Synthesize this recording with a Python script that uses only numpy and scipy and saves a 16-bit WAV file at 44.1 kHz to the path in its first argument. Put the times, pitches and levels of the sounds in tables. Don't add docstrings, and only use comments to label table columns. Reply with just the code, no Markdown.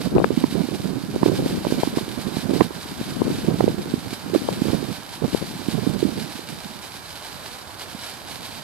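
import sys
import numpy as np
from scipy.fft import rfft, irfft, next_fast_len
from scipy.io import wavfile
from scipy.ndimage import map_coordinates

SR = 44100
rng = np.random.default_rng(int(sys.argv[2]) if len(sys.argv) > 2 else 0)


def file_out(sig):
    cols = np.atleast_2d(sig).T
    lim = np.clip(cols, -1, 1)
    pcm = np.round(lim * 32767).astype(np.int16)
    wavfile.write(sys.argv[1], SR, pcm)


N = 380583
LEFT, RIGHT = 0, 1

# time_s, level_db
BURN_LEVEL = [(0, -44), (0.2, -48.5), (0.35, -41), (0.75, -44.5), (1.04, -46.5), (1.3, -43.5), (2.2, -42.5),
              (2.72, -44.5), (2.9, -42), (3.2, -45.5), (3.5, -42), (4.3, -46.5), (4.55, -40.5), (5.05, -47),
              (5.4, -40), (6.6, -45), (7.45, -42.5), (7.65, -47), (8.63, -44)]
# start_s, length_s, lift_db
FLAME_FLARES = [(0, 0.056, 6), (0.383, 0.069, 2), (0.493, .04, 5.5), (0.737, 0.031, 3), (1.235, 0.055, 7),
                (1.329, 0.039, 4.5), (1.426, 0.085, 3), (1.698, 0.031, 5.5), (1.777, 0.081, 7.5),
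                (1.951, 0.042, 5.5), (2.345, 0.075, 3.5), (2.526, .11, 5.5), (3.002, 0.13, 2.5),
                (3.284, 0.069, 5.5), (4.097, 0.038, 8), (4.331, 0.066, 7.5), (4.418, 0.088, 4),
                (4.607, 0.14, 3.5), (4.899, 0.058, 7), (5.113, .03, 6.5), (5.306, 0.055, 3),
                (5.65, 0.075, 5), (6.19, 0.15, 3.5), (6.343, 0.038, 7), (6.468, .025, 2.5),
                (6.812, .032, 5), (7.77, 0.052, 6), (7.865, 0.053, 5.5), (7.97, 0.18, 5), (8.291, 0.065, 4),
                (8.421, 0.11, 6)]
# time_s, level_db
BIG_SPARKS = [(0.425, -18), (0.875, -18), (2.116, -16), (2.424, -15), (2.649, -20), (3.857, -19),
              (3.91, -21), (4.342, -16), (4.528, -13), (4.928, -14), (5.365, -18), (5.376, -13),
              (6.489, -13.5), (7.329, -17), (7.462, -15), (7.797, -15), (8.358, -13.5), (8.493, -20)]
# frequency_hz, left_db, right_db
SPARKLER_TONE = [(100, -34, -44), (402, -2, -7), (780, -1.5, -0.5), (1290, -3.5, -4), (2190, -5, -2),
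                 (3270, -3, -2.5), (3480, -3, 2), (4470, -6, 1.5), (5530, -11, -5), (6500, -27, -9.5),
                 (8000, -17.5, -9.5), (10900, -13.5, -11), (11700, -20, -12), (15200, -35.5, -23)]
# frequency_hz, level_db
SCATTER_TONE = [(500, -7), (2000, -7.5), (3800, -5.5), (6500, 1), (9500, 0.5), (14000, 7.5)]
# time_s, left_db, right_db
BREEZE_LEVEL = [(0, -36.5, -23), (1.1, -44, -26.5), (2.6, -51.5, -30), (2.9, -34.5, -36),
                (3.5, -39.5, -26.5), (4.4, -48.5, -33), (4.65, -38.5, -27), (5.05, -56, -45.5),
                (5.55, -46.5, -39.5), (6.5, -53.5, -33), (7.15, -58, -52.5), (8.63, -55, -42.5)]
# middle_s, half_length_s, lift_db, port
WIND_GUSTS = [(0.203, 0.092, 22.5, 0.0), (0.47, 0.066, 10, 0.0), (1.29, 0.087, 9, 1.0),
              (1.54, 0.49, 20, 0.0), (2.543, 0.139, 19, 0.0), (2.561, 0.15, 8, 1.0), (3.274, 0.11, 15, 0.0),
              (3.646, 0.16, 6.5, 1.0), (3.74, 0.35, 12, 0.0), (4.423, 0.15, 17.5, 0.0),
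              (4.8, 0.14, 11, 1.0), (5.245, 0.049, 24.5, 1.0), (5.34, 0.2, 23, 0.0),
              (5.907, 0.26, 16.5, 1.0), (6.167, 0.08, 14.5, 0.0), (6.55, 0.069, 14, 0.0)]
# frequency_hz, level_db
RUMBLE_TONE = [(20, -38), (40, -16), (70, -15), (120, -3), (200, 1), (330, -6), (500, -16.5), (800, -28.5),
               (1500, -33), (4000, -74)]
# frequency_hz, level_db
TEAR_TONE = [(40, -24), (200, -13.5), (400, 7.5), (700, -1.5), (1200, -18), (2500, -42), (6000, -74),
             (14000, -80)]
# time_s, level_db, pitch_hz, half_length_cycles, snap_db, port
BIG_EDDIES = [(.155, -6.5, 355, 1.6, -21, RIGHT), (.165, 0, 328, .25, -20, RIGHT),
              (.183, -0.5, 415, 0.29, -6, LEFT), (.202, -8.5, 460, 0.44, -12.5, LEFT),
              (.244, 6, 690, 0.28, -0.5, LEFT), (.306, -2.5, 355, 0.35, -20, RIGHT),
              (.376, -3, 255, 0.59, -21, RIGHT), (.441, 0, 260.4, 0.59, -8, RIGHT),
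              (.554, -11.5, 318, 0.54, -27.5, RIGHT), (.64, -13.5, 264, 0.96, -38, RIGHT),
              (1.162, -4.5, 300, 0.26, -26, RIGHT), (1.232, 1, 266, 0.32, -8, RIGHT),
              (1.262, -1, 386, 0.62, -11, RIGHT), (1.286, -3.5, 416, 0.44, -10, RIGHT),
              (1.298, -5.5, 332, 0.62, -30, RIGHT), (1.462, -4.5, 294, .3, -34, LEFT),
              (1.651, -20, 600, 2.2, -12, RIGHT), (1.669, -3.5, 325, 0.25, -21, RIGHT),
              (1.724, -1.5, 314, 0.26, -26, RIGHT), (1.834, -3.5, 417, 0.37, -8, LEFT),
              (1.875, -7.5, 280, 0.53, -21, RIGHT), (1.973, -2.5, 270, 0.32, -33, RIGHT),
              (1.985, -10.5, 470, 0.34, -14, LEFT), (2.37, -5.5, 225, 0.21, -23, RIGHT),
              (2.536, -3, 298, 0.36, -32, RIGHT), (2.608, -4.5, 1150, 1.2, -4.5, RIGHT),
              (2.61, 6, 364, .35, -7.5, RIGHT), (2.618, 1, 282, 0.24, -12, RIGHT),
              (3.013, -8.5, 226, 0.24, -23, LEFT), (3.219, -2, 357, 0.4, -13.5, LEFT),
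              (3.303, -9, 304, .4, -28, LEFT), (3.484, -8, 363, 0.79, -23, RIGHT),
              (3.608, -2, 587, 0.42, -6, RIGHT), (3.642, -0.5, 310, 0.44, -32, RIGHT),
              (3.68, -0.5, 407, 0.44, -12, RIGHT), (3.94, -2.5, 258, 0.35, -29, RIGHT),
              (4.263, -19, 266, .8, -39, RIGHT), (4.337, -9.5, 370, 1.3, -33, RIGHT),
              (4.35, -5, 510, 0.6, -13, RIGHT), (4.36, -2.5, 320, 0.8, -15, RIGHT),
              (4.489, -4.5, 486, 0.37, -11.5, LEFT), (4.62, -2, 229, 0.34, -22, RIGHT),
              (4.685, -3.5, 288, 0.32, -27, RIGHT), (4.734, -3.5, 247, .3, -35, RIGHT),
              (5.225, -10.5, 390, 0.36, -27, RIGHT), (5.348, 0.5, 367, 0.28, -22, LEFT),
              (5.426, -8.5, 305, 0.21, -23, LEFT), (5.686, -4, 240, 0.33, -35, RIGHT),
              (5.751, -6.5, 213, 0.33, -19, RIGHT), (5.874, -3, 236, 0.38, -24, RIGHT),
              (6.029, -2, 350, 0.55, -28, RIGHT), (6.053, -4, 257, .55, -43, RIGHT),
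              (7.357, -29, 200, 0.45, -50, RIGHT), (7.95, -20.5, 207, 0.46, -42, RIGHT)]
# frequency_hz, level_db
SNAP_TONE = [(200, -1.5), (600, 3.5), (1050, 1), (1600, -25), (2600, -42), (6000, -60), (14000, -80)]
# frequency_hz, level_db
RIP_TONE = [(400, -30), (1200, 8), (2200, 2.5), (3500, -14), (6000, -24), (14000, -43)]
# frequency_hz, level_db
BACKGROUND_TONE = [(25, -16.5), (90, 3.5), (190, -3.5), (300, -3), (450, -5.5), (700, -3.5), (950, -1.5),
                   (1300, -6), (1650, -5.5), (2100, -14.5), (4000, -21), (14000, -23)]
# frequency_hz, likeness
BACKGROUND_LIKENESS = [(100, 0.22), (500, 0.88), (800, 0.44), (1300, 0), (4000, 0.046)]
# time_s, level_db
TRAFFIC_LEVEL = [(0, -5), (2.2, 1), (4, 0), (5.1, -0.5), (6.6, -1), (7.1, -0.8), (7.5, 1), (7.9, -0.5),
                 (8.63, -0.5)]


def burn_strength(flicker_db, sputter_db, attack_s, release_s):
    t = np.arange(N) / SR
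    level_db = curves(BURN_LEVEL)[0] + flicker_db * wobble(28) + sputter_db * wobble(130)
    for start_s, length_s, lift_db in FLAME_FLARES:
        attack = np.clip((t - start_s) / attack_s, 0, 1)
        release = np.exp(-np.maximum(t - start_s - length_s, 0) / release_s)
        level_db += lift_db * attack * release
    return amp(level_db)


def flame(burn, gas_db, sparks_per_s, spark_db, spread_db):
    hiss = amp(gas_db) * burn * rng.standard_normal(N)
    bursts = rng.random(N) < sparks_per_s / SR * unit(burn)
    size_db = spread_db * np.minimum(rng.standard_exponential(N), 4)
    return hiss + bursts * np.mean(burn) * amp(spark_db + size_db)


def spark_cracks(gain_db):
    out = np.zeros(N)
    for time_s, level_db in BIG_SPARKS:
        out[round(time_s * SR)] += amp(level_db + gain_db)
    return out


def street_echoes(source, bounce_s, bounce_gain, left_lag_s, scatter_s):
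    paving = lambda hz: 1 + bounce_gain * delay(hz, bounce_s) / (1 + (hz / 7000) ** 2)
    near = filtered(source, lambda hz: paving(hz) * delay(hz, np.array([[left_lag_s], [0]])))
    fading_energy = np.abs(filtered(source ** 2, lambda hz: 1 / (1 + 2j * np.pi * hz * scatter_s)))
    blur = np.sqrt(fading_energy) * rng.standard_normal((2, N))
    scatter = filtered(blur, lambda hz: amp(along(SCATTER_TONE, hz)))
    port_tones = [np.array(SPARKLER_TONE)[:, [0, column]] for column in (1, 2)]
    return filtered(near + scatter, lambda hz: np.array([sharp_filter(tone, hz) for tone in port_tones]))


def wind_strength():
    t = np.arange(N) / SR
    wind_db = curves(BREEZE_LEVEL)
    for middle_s, half_length_s, lift_db, port in WIND_GUSTS:
        wind_db[int(port)] += lift_db * np.exp(-((t - middle_s) / half_length_s) ** 2)
    return wind_db


def wind_rumble(wind_db, rumble_db, puff_db, lump_db, lumps_per_s, tear_db, tear_growth):
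    puffs_db = puff_db * np.tanh([wobble(13), wobble(14)])
    lumps_db = lump_db * np.tanh([wobble(lumps_per_s), wobble(lumps_per_s)])
    push = amp(wind_db) * unit(amp(puffs_db + lumps_db))
    rumble = amp(rumble_db) * push * noise(RUMBLE_TONE)
    tear = amp(tear_db) * push ** tear_growth * noise(TEAR_TONE)
    return rumble + tear


def small_eddies(wind_db, lift_db, growth, spread_db, pitch_hz, spread_octaves, cycles, snap_db, count):
    rows, mean_db = [], wind_db.mean()
    for k, (shift, size, pitch) in enumerate(rng.uniform(-1, 1, (count, 3))):
        at = int((k + 2 + shift) / (count + 3) * N)
        port = k % 2
        level_db = mean_db + lift_db + growth * (wind_db[port, at] - mean_db) + spread_db * size
        hz = pitch_hz * 2 ** (spread_octaves * pitch)
        rows.append((at / SR, level_db, hz, cycles, level_db + snap_db, port))
    return rows


def eddy_thumps(rows, thump_gain_db, snap_gain_db, snap_s, rip_gain_db, rip_s):
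    out = np.zeros((2, N))
    dull, bright = noise(SNAP_TONE), noise(RIP_TONE)
    offsets = np.arange(-SR // 50, SR // 50)
    t = offsets / SR
    stretch = np.where(t < 0, 0.58, 1.25)
    phases = rng.uniform(0, 2 * np.pi, len(rows))
    peak_to_one = lambda x: x / np.abs(x).max()
    for (time_s, level_db, hz, cycles, snap_db, port), phase in zip(rows, phases):
        at = round(time_s * SR) + offsets
        swing = np.cos(2 * np.pi * hz * t + phase) / np.cosh(hz * t / (cycles * stretch))
        thump = amp(level_db + thump_gain_db) * swing
        snap = amp(snap_db + snap_gain_db) * peak_to_one(dull[port, at] / np.cosh(t / snap_s))
        rip = amp(2 * snap_db + rip_gain_db) * peak_to_one(bright[port, at] / np.cosh(t / rip_s))
        out[port, at] += thump + snap + rip
    return out


def traffic_and_hiss(left_db, right_db):
    angle = lambda hz: np.arccos(np.clip(along(BACKGROUND_LIKENESS, hz), -1, 1)) / 2
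    shares = lambda hz: np.array([np.cos(angle(hz)), np.sin(angle(hz))])
    shared, opposed = filtered(noise(BACKGROUND_TONE), shares)
    wash = unit(np.array([shared + opposed, shared - opposed]))
    return wash * amp([[left_db], [right_db]]) * amp(curves(TRAFFIC_LEVEL)[0])


def amp(db):
    return 10 ** (np.asarray(db) / 20)


def unit(x):
    return x / np.sqrt(np.mean(x ** 2) + 1e-20)


def along(points, hz):
    frequencies, values = np.transpose(points)
    return np.interp(np.log(hz + 1), np.log(frequencies + 1), values)


def curves(rows):
    times, *columns = np.transpose(rows)
    return np.array([np.interp(np.arange(N) / SR, times, column) for column in columns])


def wobble(rate):
    points = rng.standard_normal(int(N * rate / SR) + 4)
    return map_coordinates(points, [np.arange(N) * rate / SR])


def filtered(x, response):
    size = 2 * next_fast_len((N + SR // 2) // 2)
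    return irfft(rfft(x, size) * response(np.fft.rfftfreq(size, 1 / SR)), size)[..., :N]


def delay(hz, seconds):
    return np.exp(-2j * np.pi * hz * seconds)


def sharp_filter(tone, hz):
    cepstrum = irfft(np.log(amp(along(tone, hz))))
    cepstrum[1:len(hz) - 1] *= 2
    cepstrum[len(hz):] = 0
    return np.exp(rfft(cepstrum))


def noise(tone):
    return unit(filtered(rng.standard_normal((2, N)), lambda hz: amp(along(tone, hz))))


def low_cut(x, corner_hz):
    return filtered(x, lambda hz: hz ** 2 / (hz ** 2 - corner_hz ** 2 - 1j * np.sqrt(2) * hz * corner_hz))


def scene():
    burn = burn_strength(flicker_db=1.64, sputter_db=1.5, attack_s=0.013, release_s=0.013)
    fire = flame(burn, gas_db=9.0, sparks_per_s=650, spark_db=15.5, spread_db=4.5)
    fire += spark_cracks(gain_db=10.5)
    sparkler = street_echoes(fire, bounce_s=0.001293, bounce_gain=0.26,
                             left_lag_s=0.000018, scatter_s=0.0076)
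    wind_db = wind_strength()
    rumble = wind_rumble(wind_db, rumble_db=1.0, puff_db=4, lump_db=7.5, lumps_per_s=60,
                         tear_db=0.5, tear_growth=1.495)
    small_rows = small_eddies(wind_db, lift_db=14.5, growth=0.95, spread_db=1.5, pitch_hz=268,
                              spread_octaves=0.41, cycles=0.38, snap_db=-25, count=90)
    thumps = eddy_thumps(BIG_EDDIES + small_rows, thump_gain_db=0.5, snap_gain_db=1.0, snap_s=0.0013,
                         rip_gain_db=-5.5, rip_s=0.00078)
    background = traffic_and_hiss(left_db=-44.5, right_db=-38.5)
    return sparkler + rumble + low_cut(thumps, corner_hz=83.5) + background


def record(dry):
    return filtered(np.clip(dry, -1, 1), lambda hz: hz < 14700)


dry = scene()
out = record(dry)
file_out(out)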